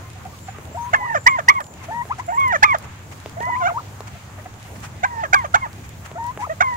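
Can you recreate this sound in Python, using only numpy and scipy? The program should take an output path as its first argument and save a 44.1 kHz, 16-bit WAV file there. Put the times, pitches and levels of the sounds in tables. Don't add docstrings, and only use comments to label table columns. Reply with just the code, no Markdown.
import sys
import numpy as np
from scipy import signal
from scipy.fft import rfft, irfft
from scipy.io import wavfile

SR = 44100
rng = np.random.default_rng(int(sys.argv[2]) if len(sys.argv) > 2 else 0)


def unload_wav(signal):
    wavfile.write(
        sys.argv[1],
        SR,
        np.round(np.clip(np.atleast_2d(signal).T, -1, 1) * 32767).astype(np.int16),
    )


N = 298116
BREAK_HZ, LOW_END_HZ = 936, 533


def undb(db):
    return 10 ** (np.asarray(db) / 20)


def level(x, db=0):
    return x * undb(db) / np.sqrt(np.mean(x ** 2) + 1e-20)


def shape_db(points, hz):
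    freq_hz, db = np.transpose(points)
    return np.interp(np.log(np.maximum(hz, 1)), np.log(freq_hz), db)


def bins(x):
    return np.fft.rfftfreq(x.shape[-1], 1 / SR)


def colour(x, points):
    return irfft(rfft(x) * undb(shape_db(points, bins(x))), x.shape[-1])


def resonate(x, hz, width_hz):
    return signal.lfilter(*signal.iirpeak(hz, hz / width_hz, fs=SR), x)


def noise_band(size, hz, width_hz):
    return resonate(resonate(rng.standard_normal(size), hz, width_hz), hz, 2 * width_hz)


def walk(rate_hz, size):
    at = np.arange(size) * rate_hz / SR
    return 1.2 * np.interp(at % 2047, np.arange(2048), rng.standard_normal(2048))


def add(out, start_s, x):
    i = max(int(start_s * SR), 0)
    n = min(x.shape[-1], N - i)
    out[..., i:i + n] += x[..., :n]


def outdoor_air(flicker_db=2.5):
    # freq_hz, density_db
    spectrum = [(25, -19), (43, -31), (64, -7.5), (90, -2.5), (160, -9.5), (300, -16), (450, -20),
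                (900, -18), (2200, -24.5), (3800, -32), (7000, -37.5), (11000, -41.5), (15500, -39)]
    # freq_hz, correlation
    likeness = [(60, 0.99), (130, 0.91), (290, 0.87), (640, 0.54), (1400, 0), (15000, 0)]
    mid, side = rfft(rng.standard_normal((2, N)))
    hz = np.fft.rfftfreq(N, 1 / SR)
    alike = np.clip(shape_db(likeness, hz), -1, 1)
    stereo = mid * np.sqrt(1 + alike) + side * np.sqrt(1 - alike) * np.array([[1], [-1]])
    stereo *= undb(shape_db(spectrum, hz))
    octave = np.log2(np.maximum(hz, 20) / 20)
    bands = (irfft(stereo * np.clip(1 - abs(octave - k), 0, 1), N) for k in range(11))
    return sum(band * undb(flicker_db * walk(14, N)) for band in bands)


def patter(hits_per_s=30, spread_db=5, decay_s=0.0016):
    # freq_hz, gain_db
    spectrum = [(200, -18), (900, -30), (2500, 13), (4500, 8), (7000, 8.5), (10000, 8), (15000, -19)]
    hits = (rng.random(N) < hits_per_s / SR) * undb(spread_db * np.minimum(rng.exponential(size=N), 3))
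    envelope = signal.lfilter([1], [1, -np.exp(-1 / (decay_s * SR))], hits)
    return colour(envelope * rng.standard_normal((2, N)), spectrum)


def background(swell_db=0.39):
    air = level(outdoor_air(), db=-39)
    hiss = level(noise_band((2, N), hz=6800, width_hz=1380), db=-55.5)
    impacts = level(patter(), db=-60)
    drone = level(noise_band(N, hz=100.1, width_hz=36.4), db=-42)
    return (air + hiss + impacts) * undb(-swell_db * walk(2.3, N)) + drone


def pitch(t, time_s, hz):
    place = np.interp(t, time_s, np.arange(len(time_s)))
    i = np.minimum(place.astype(int), len(time_s) - 2)
    breaks = (hz[1:] > 1.18 * hz[:-1]) & (hz[:-1] < BREAK_HZ)
    part = np.where(breaks[i], np.clip(5 * (place - i) - 2.5, 0, 1), place - i)
    return hz[i] + part * (hz[i + 1] - hz[i])


def syrinx(points, jitter, shimmer, rasp_db, crack, waver_db=0.93, edge_s=0.0049):
    # freq_hz, gain_db
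    throat = [(1000, 6.5), (1400, 14.5), (1900, 9.5), (2350, -2.5), (2800, -11.5), (3500, -10.5),
              (4500, -28.5), (6500, -12.5), (9000, -40), (14000, -55)]
    time_s, hz, db, overtones_db = np.transpose(points)
    t = np.arange(time_s[0] - 0.003, time_s[-1] + 0.0053, 1 / SR)
    n = len(t)
    hz, overtones_db = pitch(t, time_s, hz), np.interp(t, time_s, overtones_db)
    db = np.interp(t, time_s, db) + waver_db * walk(55.5, n) * np.minimum((t - t[0]) / 0.06, 1)
    low_register = np.clip((BREAK_HZ - hz) / 150 + 0.5, 0, 1)
    chaos = crack * np.exp(-((t - time_s[0] - 0.013) / 0.0068) ** 2)
    detune = jitter * (1 + 2 * low_register) * walk(300, n) + 0.075 * chaos * walk(800, n)
    phase = 2 * np.pi * np.cumsum(hz * (1 + detune)) / SR
    harmonics = np.arange(2, 13)[:, None]
    closure_db = -14 * (1 - low_register) * np.log2(harmonics / 2)
    weight = undb(shape_db(throat, harmonics * hz) + closure_db)
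    weight /= np.sqrt(np.sum(weight ** 2, axis=0))
    flutter = np.array([1 + 2 * shimmer * (1 + low_register) * walk(201, n) for _ in harmonics])
    overtones = undb(overtones_db) * np.sum(weight * flutter * np.sin(harmonics * phase - 0.89), axis=0)
    air = level(colour(rng.standard_normal(n), [(400, -37), (700, 8.5)] + throat)) * (1 + np.cos(phase))
    air *= undb(rasp_db + 6 * low_register + 14 * chaos) * np.sqrt(1 + undb(2 * overtones_db))
    tone = np.sin(phase) * (1 + shimmer * walk(153.5, n)) + overtones
    fade = np.clip(np.minimum(t - t[0], t[-1] - t) / edge_s, 0, 1)
    return t[0], np.sqrt(2) * (tone + air) * undb(db) * fade


def voice(notes, gain_db, jitter, shimmer, rasp_db, crack=0):
    out = np.zeros(N)
    for points in notes:
        add(out, *syrinx(points, jitter, shimmer, rasp_db, crack))
    return out * undb(gain_db)


def far_calls():
    # start_s, length_s, start_hz, end_hz, level_db, overtones_db
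    calls = [ (0.015, 0.14, 1068, 1015, -48, -8), (0.149, 0.043, 760, 700, -43, -22),
             (0.249, .03, 737, 790, -30.5, -25), (0.313, 0.096, 1208, 970, -45.5, -12),
             (0.48, 0.026, 740, 815, -27.5, -9.5), (.54, 0.053, 1250, 1130, -44, -17),
             (1.794, 0.08, 1146, 880, -45, -2), (2.886, 0.15, 1167, 940, -52, -11),
             (4.147, .034, 653, 710, -40.5, -9), (4.377, 0.037, 684, 516, -37, -5),
             (4.454, 0.023, 737, 850, -29.5, -12), (4.641, 0.049, 770, 740, -46, -16), ]
    for start_s, length_s, start_hz, end_hz, db, overtones_db in calls:
        yield [(start_s + u * length_s, start_hz + u * (end_hz - start_hz), db - down_db, overtones_db)
               for u, down_db in [(0, 19), (0.27, 0), (1, 25)]]


def chicks(gain_db=-1.5, jitter=0.0099):
    # start_s, length_s, start_hz, end_hz, relative_db
    peeps = [(0.392, 0.16, 7380, 7020, -55), (0.71, 0.077, 7270, 7600, -53.5),
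             (0.803, 0.061, 6200, 6560, -50), (1.145, 0.099, 7230, 7040, -50),
             (1.231, 0.097, 7300, 7200, -46), (1.608, 0.089, 7360, 6840, -52),
             (1.686, 0.087, 7270, 6800, -55), (2.234, 0.1, 7100, 7360, -55),
             (2.334, 0.046, 7400, 7320, -51.5)]
    out = np.zeros(N)
    for start_s, length_s, start_hz, end_hz, db in peeps:
        n = int(length_s * SR)
        hz = np.linspace(start_hz, end_hz, n) * (1 + jitter * walk(154, n))
        peep = np.sin(2 * np.pi * np.cumsum(hz) / SR) * signal.windows.tukey(n, 0.5)
        add(out, start_s, level(peep, db + gain_db))
    return out


def rustles():
    # start_s, length_s, level_db
    brushes = [(0.458, 0.045, -46.5), (1.813, 0.061, -42), (2.172, 0.048, -40), (2.822, 0.046, -45),
               (3.104, 0.044, -43), (3.411, 0.035, -42), (4.062, 0.033, -40.5), (4.75, 0.028, -45),
               (4.808, 0.078, -38.5), (5.823, 0.059, -46.5), (6.04, 0.04, -40), (6.381, 0.083, -41)]
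    # freq_hz, gain_db
    spectrum = [(200, -23), (800, 8), (2400, 3.5), (4000, -9), (7000, -4), (14000, -24.5)]
    out = np.zeros((2, N))
    for start_s, length_s, db in brushes:
        n = int(length_s * SR)
        grains = rng.standard_normal((2, n)) * undb(0.8 * walk(393, n))
        add(out, start_s, level(colour(grains, spectrum) * np.hanning(n), db))
    return out


def taps(contact_s=0.00065):
    # start_s, peak_db, treble_db
    blows = [(.585, -27, -22), (2.054, -26, -20), (3.260, -17.5, -20), (3.405, -19, -25),
             (3.43, -21.5, -16), (4.006, -20, -25), (4.541, -29, -22), (6.115, -25, -16),
             (6.375, -18.5, -20)]
    # freq_hz, width_hz, gain_db
    modes = [(448, 68, 26.5), (594, 140, 27), (1030, 40, 18), (1650, 420, -39)]
    out, t = np.zeros(N), np.arange(2048) / SR
    for start_s, peak_db, treble_db in blows:
        push = rng.standard_normal(len(t)) * np.exp(-t / contact_s)
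        body = sum(undb(db) * resonate(push, hz, width_hz) for hz, width_hz, db in modes)
        treble = undb(treble_db) * push / abs(push).max()
        add(out, start_s, undb(peak_db) * (body / abs(body).max() + treble))
    return out


def whistles(near, leap_s=0.00814, flick_s=0.018):
    # start_s, low_s, hold_s, start_hz, end_hz, arch_hz, flick_hz,
    # start_db, end_db, overtones_db, is_near
    calls = [ (.746, 0.022, 0.12, 942, 984, -9.5, 1100, -30.5, -32, -30, 0),
             (1.886, .018, 0.11, 876, 956, 31, 1100, -29, -26, -11, 0),
             (3.368, .031, .15, 900, 950, 85.5, 1270, -29.5, -22, -8, 1),
             (3.468, .022, .13, 950, 1041, -1.5, 1200, -27, -27.5, -24, 0),
             (6.156, .021, .12, 912, 988, -5.5, 1080, -30.5, -28.5, -19, 0), ]
    u = np.linspace(0, 1, 7)
    for (start_s, low_s, hold_s, start_hz, end_hz, arch_hz, flick_hz,
         start_db, end_db, overtones_db, is_near) in calls:
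        if is_near != near:
            continue
        low = [(start_s, 631, -33.5, -14), (start_s + low_s, 735, -33, -14)]
        time_s = start_s + low_s + leap_s + u * (hold_s - leap_s / 2)
        hz = start_hz + u * (end_hz - start_hz) + arch_hz * np.sin(np.pi * u)
        held = zip(time_s, hz, start_db + u * (end_db - start_db), np.full_like(u, overtones_db))
        flick = (time_s[-1] + flick_s, flick_hz, end_db - 16, overtones_db)
        yield [*low, *held, flick]


def yelps(cluck_s=0.0175, attack_s=0.0049, flip_s=0.00506, overshoot=1.06, stall_db_per_s=456):
    # start_s, cluck_from_hz, cluck_to_hz, cluck_db, cluck_overtones_db, stall_s,
    # whistle_s, start_hz, end_hz, start_db, end_db, overtones_db, drop_s, drop_db
    calls = [ (.931, 630, 840, -15.5, 4, 0.0004, 0.19, 1030, 913, -34, -24, -5, 0.041, -15),
             (1.263, 914, 1031, -8.5, 5.5, 0, 0.1, 1090, 1021, -22.5, -24.5, -10, 0.024, -19.5),
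             (1.482, 870, 1081, -9, 5, 0.037, 0.098, 1094, 1062, -20.5, -24.5, -12.5, 0.019, -25),
             (2.626, 772.5, 1044, -8, 2.5, 0, .097, 1180, 1076, -24, -16.5, -8.5, 0.02, -20),
             (5.031, 641, 792, -16.5, 2.5, 0.0098, .176, 965, 897, -35, -28.5, -12, 0.038, -21.5),
             (5.329, 733, 788, -13.5, 8, 0, .09, 1110, 957, -18, -29.5, -9, .025, -22),
             (5.541, 664, 849, -16.5, 8.5, .046, .099, 1055, 980, -27.5, -26.5, -7.5, .016, -34),
             (6.604, 650.4, 828.5, -14, 3.5, 0, 0.15, 1053, 959, -24.5, -25.5, -11.5, .02, -30), ]
    for (start_s, cluck_from_hz, cluck_to_hz, cluck_db, cluck_overtones_db, stall_s,
         whistle_s, start_hz, end_hz, start_db, end_db, overtones_db, drop_s, drop_db) in calls:
        flipped_s = start_s + cluck_s + flip_s
        settled_s = flipped_s + 0.022 + stall_s
        fall_s = flipped_s - flip_s / 2 + whistle_s
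        attack_hz = cluck_from_hz + (cluck_to_hz - cluck_from_hz) * attack_s / cluck_s
        flip_db = cluck_db - 1
        release_db = start_db + 0.28 * (flip_db - start_db) - stall_db_per_s * stall_s
        cluck = [(start_s, cluck_from_hz, cluck_db - 17, cluck_overtones_db - 1),
                 (start_s + attack_s, attack_hz, cluck_db, cluck_overtones_db - 1),
                 (start_s + cluck_s, cluck_to_hz, cluck_db - 3.5, cluck_overtones_db)]
        flip = [(flipped_s, start_hz * overshoot, flip_db, -11.5),
                ((flipped_s + settled_s) / 2, start_hz * (1 + overshoot) / 2, release_db, overtones_db)]
        sag = [(settled_s, start_hz, start_db, overtones_db),
               (max(fall_s - 0.02, (settled_s + fall_s) / 2), end_hz, end_db, overtones_db),
               (fall_s, 880, end_db - 3.5, overtones_db)]
        drop = [(fall_s + 0.3 * drop_s, 647.4, drop_db, 0),
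                (fall_s + drop_s, LOW_END_HZ, drop_db - 17, 1)]
        yield cluck + flip + sag + drop


def chirps(swoop_hz=988, swoop_s=0.016, fall_hz_per_s=36000, edge_db=-37.5):
    # start_s, rise_s, fall_s, start_hz, top_hz, level_db, top_db, overtones_db
    calls = [ (1.0, .062, 0.012, 831, 1250, -29, -37, -30),
             (2.097, 0.033, 0.0054, 830, 1380, -20.5, -29, -15),
             (2.185, 0.033, 0.0023, 746, 1146, -28, -49, -13),
             (3.668, .022, 0.033, 954, 1440, -36, -25, -14),
             (3.739, 0.052, 0.014, 850, 1385, -22, -30, -30),
             (6.39, 0.066, 0.021, 836, 1345, -26, -33.5, -16), ]
    for start_s, rise_s, fall_s, start_hz, top_hz, db, top_db, overtones_db in calls:
        end_hz = max(top_hz - fall_hz_per_s * fall_s, LOW_END_HZ)
        yield [(start_s, start_hz, edge_db, overtones_db),
               (start_s + max(rise_s - swoop_s, rise_s / 10), swoop_hz, db, overtones_db),
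               (start_s + rise_s, top_hz, top_db, overtones_db),
               (start_s + rise_s + fall_s, end_hz, edge_db, overtones_db)]


def ticks(decay_s=0.0012, gain_db=-2):
    # start_s, relative_peak_db
    bursts = [(1.6057, -20.5), (2.265, -28), (2.4, -21), (2.4804, -17.5), (2.7852, -19), (4.8044, -28),
              (5.892, -23.5), (6.266, -26)]
    out, t = np.zeros(N), np.arange(2048) / SR
    for start_s, db in bursts:
        tick = resonate(rng.standard_normal(len(t)) * np.exp(-t / decay_s), hz=9300, width_hz=5700)
        add(out, start_s, undb(db + gain_db) * tick / abs(tick).max())
    return out


def whine():
    # time_s, pitch_hz, level_db, overtones_db
    contour = [(2.278, 653, -37, -28), (2.288, 668, -22, -14), (2.318, 759, -28.5, -14),
               (2.326, 925, -23.5, -19.5), (2.364, 943, -27.5, -14.5), (2.384, 1109, -16, -19.5),
               (2.41, 1113, -18.5, -6.5), (2.466, 1036, -21, -11.5), (2.52, 940, -26, 3.5),
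               (2.532, 735, -22.5, -1), (2.564, 565, -24.5, 4.5), (2.572, 551, -43, -20)]
    return [contour]


def murmurs(edge_s=0.011, edge_db=9):
    # start_s, length_s, start_hz, middle_hz, end_hz, level_db, swell_db, overtones_db, unused
    calls = [(3.602, .08, 792, 686, 797, -23, 15, -3.5, 1),
             (3.681, 0.052, 705, 690, 735, -28.5, -3, -12, 1),
             (6.495, 0.043, 589, 659, 547, -27, -13, -9, 1)]
    u = np.linspace(0, 1, 11)
    for start_s, length_s, start_hz, middle_hz, end_hz, level_db, swell_db, overtones_db, _ in calls:
        hz = np.polyval(np.polyfit([0, 0.5, 1], [start_hz, middle_hz, end_hz], 2), u)
        edge = np.maximum(1 - np.minimum(u, 1 - u) * length_s / edge_s, 0)
        db = level_db + swell_db * (u - 0.5) - edge_db * edge
        yield list(zip(start_s + u * length_s, hz, db, np.full_like(u, overtones_db)))


def microphones(x, lag_ms, pan_db=0, shade_hz=1710):
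    hz, spectrum = bins(x), rfft(x)
    tilt = undb(pan_db / 2 * np.minimum(hz / shade_hz, 1))
    delay = np.exp(-2j * np.pi * hz * lag_ms / 1000)
    return irfft(np.array([spectrum * delay * tilt, spectrum / tilt]), N)


def yard(x, db, t60_s=0.15, early_db=11, early_s=0.0058):
    t = np.arange(SR // 2) / SR
    scatter = rng.standard_normal((2, len(t))) ** 3 * (t > 0.002)
    echo = scatter * (undb(-60 * t / t60_s) + undb(early_db) * np.exp(-t / early_s))
    echo /= np.sqrt(np.sum(echo ** 2, axis=1, keepdims=True))
    return undb(db) * signal.fftconvolve(x[None], echo, axes=1)[:, :N]


def scene():
    near = voice(yelps(), gain_db=1.5, jitter=0.0091, shimmer=0.15, rasp_db=-32, crack=0.64)
    near += voice(whine(), gain_db=2.5, jitter=0.0076, shimmer=0.12, rasp_db=-32)
    near_notes = [*whistles(near=True), *murmurs()]
    near += voice(near_notes, gain_db=2.5, jitter=0.0041, shimmer=0.11, rasp_db=-35)
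    flock_notes = [*whistles(near=False), *chirps()]
    flock = voice(flock_notes, gain_db=2.5, jitter=0.005, shimmer=0.096, rasp_db=-35)
    far = voice(far_calls(), gain_db=-1, jitter=0.015, shimmer=0.1, rasp_db=-20) + chicks()
    knocks = taps() + ticks()
    direct = microphones(near, lag_ms=0.4, pan_db=-4.5) + microphones(flock, lag_ms=0.18, pan_db=4.7)
    direct += microphones(far, lag_ms=0.11) + microphones(knocks, lag_ms=0.045)
    echoes = yard(near + flock + knocks, db=-12) + yard(far, db=-0.5)
    return direct + echoes + rustles() + background()


def record(dry):
    lowpass = signal.ellip(8, 0.1, 50, 15700, fs=SR, output="sos")
    return signal.sosfiltfilt(lowpass, np.clip(dry, -0.97, 0.97))


dry = scene()
out = record(dry)
unload_wav(out)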